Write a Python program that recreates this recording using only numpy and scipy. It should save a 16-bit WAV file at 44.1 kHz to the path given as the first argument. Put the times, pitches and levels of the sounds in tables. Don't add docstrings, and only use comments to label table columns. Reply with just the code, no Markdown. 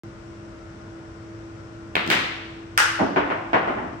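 import sys
import numpy as np
from scipy import signal
from scipy.fft import rfft, irfft
from scipy.io import wavfile
from scipy.ndimage import uniform_filter1d

SR = 44100
rng = np.random.default_rng(int(sys.argv[2]) if len(sys.argv) > 2 else 0)


def int16_out(signal):
    q = np.round(np.clip(np.atleast_2d(signal).T, -1, 1) * 32767)
    wavfile.write(sys.argv[1], SR, q.astype(np.int16))


N = 176400
SIZE = 40960
T, F = np.arange(SIZE) / SR, np.fft.rfftfreq(SIZE, 1 / SR)

# (f/Hz, rms level/dB)
FAN_TONES = [(109, -50.5), (205, -55), (332.2, -43.5), (441.4, -59), (554.5, -65), (620, -57), (1035, -66),
             (1238, -65.5), (1330, -63.5), (1447, -59)]
# (f/Hz, relative level/dB)
AIR_SPECTRUM = [(20, -29.5), (35, -9), (55, -3), (110, 0.5), (160, -5.5), (210, -9), (290, -7.5),
                (400, -10.5), (620, -14), (900, -15.5), (1400, -17), (2000, -21.5), (3200, -29.5),
                (4300, -34), (5500, -32), (6900, -39.5), (7600, -37), (9500, -45.5), (11000, -54.5),
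                (14000, -77)]
# (t/s, level/dB, hall tail/dB, treble above 6 kHz/dB, body around 700 Hz/dB)
FLOOR_HITS = [(1.9542, 15.5, 3, -9.5, 3), (2.1018, 15, 9.5, 0, -1)]
# (f/Hz, level/dB)
KNOCK_SPECTRUM = [(50, -31.5), (150, -6.5), (400, -3), (1000, -3), (2200, 1.5), (3500, -5.5), (4600, -13),
                  (6000, -20.5), (9000, -23.5), (15000, -25.5)]
# (delay/s, level/dB, left lead/s)
FLOOR_WALLS = [(.0126, 4, .0004), (.0243, -5.5, -.0006), (.0405, -5, 0), (.0542, -8.5, -.0005)]
# (t/s, level/dB)
SHOE_HITS = [(2.0648, 0), (2.076, 7)]
# (f/Hz, level/dB)
SHOE_SPECTRUM = [(40, -18), (130, 4.5), (350, 7), (800, -16), (3000, -12), (12000, -33.5)]
# (f/Hz, level/dB)
CRACK_SPECTRUM = [(100, -22), (300, -34), (520, -10), (650, -12.5), (850, -6), (1100, -2), (1500, 6.5),
                  (2000, -1), (2300, -3.5), (2900, -4.5), (4000, -13.5), (5300, -9.5), (7500, -16.5),
                  (9000, -12.5), (15000, -24)]
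# (delay/s, level/dB, left lead/s)
CRACK_WALLS = [(.0071, 1.5, .0001), (.0121, -19.5, 0), (.0259, 5, .0002), (.0462, -5.5, -.0002),
               (.082, -8, 0), (.097, -28, .0002)]
# (f/Hz, level over the click/dB, t60/s)
CUE_RING = [(480, 10, .3), (850, 6, .15), (1406, 2.5, 0.17), (1570, -8, .2), (1781, -9, .2),
            (2020, -2.5, 0.1), (2450, -16, .2), (2595, -5, .2), (2830, -2, 0.14), (3290, -4, .15),
            (4450, -0.5, .14), (5060, -5.5, .12), (6000, -3, 0.14), (8500, 0, 0.029)]
# (t/s, level/dB, cut-off/Hz, bass/dB, frame boom/dB, bed thump/dB)
HOPS = [(2.991, 8.5, 1240, -11.5, -11, -13), (3.002, 11, 745, 4, 5, -2), (3.161, 11, 2730, 0.5, 7.5, -13),
        (3.302, 6, 2320, -1.5, -13, -17), (3.532, 13.5, 2440, -0.5, -8, -22),
        (3.675, 5.5, 1900, 3.5, -21, -18), (3.765, -1.5, 1800, 9, -14, -19),
        (3.828, -9, 1600, 13.5, -17, -16), (3.915, -17, 1500, 16.5, -1, -11)]
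# (f/Hz, level/dB)
HOP_SPECTRUM = [(40, -24.5), (90, -14), (180, -4), (350, 1.5), (480, 1), (650, 5), (1000, 3.5), (1250, 0.5),
                (1500, -1), (2100, -3), (2900, -8.5), (4000, -17.5), (8000, -29.5), (15000, -37.5)]
# (f/Hz, level over the click/dB, t60/s)
RAIL_RING = [(363, -7.5, 0.1), (655, -7, 0.19), (855, -11, 0.22), (1063, 2, 0.55), (1467, 0.5, 0.27),
             (1450, -1, .25), (1900, 0, .2), (2710, -9, 0.2)]
# (delay/s, level/dB, left lead/s)
TABLE_WALLS = [(.0135, -1, .0004), (.0245, -0.17, -.0005)]
# (f/Hz, t60/s)
HALL_DECAY = [(100, 0.94), (400, 0.74), (1000, 0.96), (2500, 0.92), (5000, 0.93), (8000, 0.56),
              (15000, 0.19)]
# (f/Hz, level/dB)
MIC_RESPONSE = [(9300, -0.5), (10500, -10), (11400, 2.5), (12500, -2), (13200, -12), (14200, -5),
                (15200, 4)]
# (f/Hz, level/dB)
PORT_BALANCE = [(100, -1.4), (380, -1.5), (700, 0), (1200, 2.5), (2500, .5), (3500, 3.5), (4500, 5),
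                (5700, 9.5), (7600, 8), (8700, -2.5), (10000, -1), (12000, -1), (15000, -3)]

PORT_SPACING_M, RIGHT_LEAD_S = .26, .000418
SILENCE_S, MIC_TOP_HZ = .035, 15850


def amp(db):
    return 10 ** (np.asarray(db) / 20)


def curve(points, f):
    hz, value = np.array(points, float).T
    return np.interp(np.log(f + 1), np.log(hz), value)


def click(db):
    cepstrum = irfft(db * np.log(10) / 20)
    cepstrum[1:SIZE // 2] *= 2
    cepstrum[SIZE // 2 + 1:] = 0
    return np.exp(rfft(cepstrum))


def mode(hz, t60):
    s = 2j * np.pi * F
    damping = 2 * np.log(1000) / t60
    return damping * s / (s * s + damping * s + (2 * np.pi * hz) ** 2)


def diffuse(size):
    alike = .96 * np.sinc(2 * np.fft.rfftfreq(size, 1 / SR) * PORT_SPACING_M / 343)
    mid, side = rfft(rng.standard_normal((2, size))) * np.sqrt([(1 + alike) / 2, (1 - alike) / 2])
    return np.array([mid + side, mid - side])


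def burst(t60, rise_s):
    noise = irfft(diffuse(SIZE)) * np.exp(-np.log(1000) * T / t60) * (1 - np.exp(-T / rise_s))
    return rfft(noise / np.sqrt(np.sum(noise ** 2) / 2))


def arrival(delay, left_lead):
    return np.exp(-2j * np.pi * F * (delay + np.array([[-left_lead], [left_lead]]) / 2))


def drift(rate_hz):
    hold = int(SR / rate_hz)
    steps = np.repeat(rng.standard_normal(N // hold + 1), hold)
    return uniform_filter1d(uniform_filter1d(steps, hold), hold)[:N] * np.sqrt(2)


def add(out, start, spectrum):
    i = int(start * SR)
    fade = np.clip((T[-1] - T) / .15, 0, 1) ** 2
    out[:, i:i + SIZE] += (irfft(spectrum) * fade)[:, :N - i]


def fan(drift_hz=.8, waver_db=2.3, right_lead_s=.0002):
    air = irfft(diffuse(N) * amp(curve(AIR_SPECTRUM, np.fft.rfftfreq(N, 1 / SR))))
    out = amp(-42.5) * air / air.std()
    for hz, db in FAN_TONES:
        phase = 2 * np.pi * np.cumsum(hz + drift_hz * drift(7)) / SR
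        lead = np.array([[0], [2 * np.pi * hz * right_lead_s]])
        out += np.sqrt(2) * amp(db + waver_db * drift(9)) * np.sin(phase + lead)
    return out * amp([[1], [-1]])


def floor_knocks():
    out = np.zeros((2, N))
    for start, db, tail_db, treble_db, body_db in FLOOR_HITS:
        tone = curve([(200, 0), (700, body_db), (1800, 0), (4000, .011), (6000, treble_db)], F)
        contact = click(db + curve(KNOCK_SPECTRUM, F) + tone)
        add(out, start, contact * hall(FLOOR_WALLS, tail_db, build_s=.013))
    return out


def hall(echoes, tail_db, build_s, direct_db=1, decay_share=1):
    noise, tail = diffuse(SIZE), 0
    octaves_hz = 125 * 2. ** np.arange(8)
    for hz, pick in zip(octaves_hz, np.eye(len(octaves_hz))):
        band = irfft(noise * curve(list(zip(octaves_hz, pick)), F))
        t60 = decay_share * curve(HALL_DECAY, hz)
        tail = tail + band * np.exp(-np.log(1000) * T / t60)
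    early_lift = 1 + .85 * np.exp(-T / .024)
    tail = tail * (1 - np.exp(-T / build_s)) * early_lift
    tail = rfft(tail / np.sqrt(np.sum(tail ** 2) / 2))
    walls = sum(amp(db) * arrival(delay, lead) for delay, db, lead in echoes)
    walls /= 1 + 1j * F / 2000
    high_pass = 1j * F / (1990 + 1j * F)
    scatter = amp(2) * burst(t60=.014, rise_s=.00033) * high_pass
    direct = arrival(RIGHT_LEAD_S / 2, -RIGHT_LEAD_S) + scatter
    return amp(direct_db) * direct + walls + amp(tail_db) * tail


def shoe_thud():
    out = np.zeros((2, N))
    for start, db in SHOE_HITS:
        contact = click(db + curve(SHOE_SPECTRUM, F))
        add(out, start, contact * hall(FLOOR_WALLS, tail_db=6, build_s=.013))
    return out


def cue_crack(start=2.7764, gain_db=18.5):
    out = np.zeros((2, N))
    travel_s = .0005
    bending = np.exp(-4j * np.pi * travel_s * np.sqrt(F * 1000))
    contact = click(gain_db + curve(CRACK_SPECTRUM, F)) * bending
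    ring = 1 + sum(amp(db) * mode(hz, t60) for hz, db, t60 in CUE_RING)
    room = hall(CRACK_WALLS, tail_db=6.5, build_s=.012, direct_db=0, decay_share=.91)
    add(out, start, contact * ring * room)
    return out


def table_hops():
    out = np.zeros((2, N))
    ring = 1 + sum(amp(db) * mode(hz, t60) for hz, db, t60 in RAIL_RING)
    frame, bed = mode(hz=284.5, t60=.078), mode(hz=202, t60=.045)
    for start, db, cut_hz, bass_db, boom_db, thump_db in HOPS:
        bass_shelf = curve([(250, bass_db), (600, 0)], F)
        treble_loss = 10 * np.log10(1 + (F / cut_hz) ** 4)
        contact = click(db + curve(HOP_SPECTRUM, F) + bass_shelf - treble_loss)
        body = ring + amp(boom_db) * frame + amp(thump_db) * bed
        shudder = amp(8.5) * burst(t60=.14, rise_s=.03)
        room = hall(TABLE_WALLS, tail_db=11, build_s=.0044, direct_db=0)
        add(out, start, contact * body * (shudder + room))
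    return out


def scene():
    return floor_knocks() + shoe_thud() + cue_crack() + table_hops() + fan()


def record(dry):
    response, balance = curve(MIC_RESPONSE, F), curve(PORT_BALANCE, F)
    ports = np.array([irfft(click(response + side * balance / 2)) for side in (1, -1)])
    coloured = signal.fftconvolve(dry, ports[:, :SIZE // 32], axes=1)[:, :N]
    rounded = np.tanh(.8 * coloured) / .8
    is_sounding = np.arange(N) > SILENCE_S * SR
    top_cut = signal.ellip(10, .2, 80, MIC_TOP_HZ, fs=SR, output="sos")
    return signal.sosfilt(top_cut, rounded * is_sounding)


dry = scene()
out = record(dry)
int16_out(out)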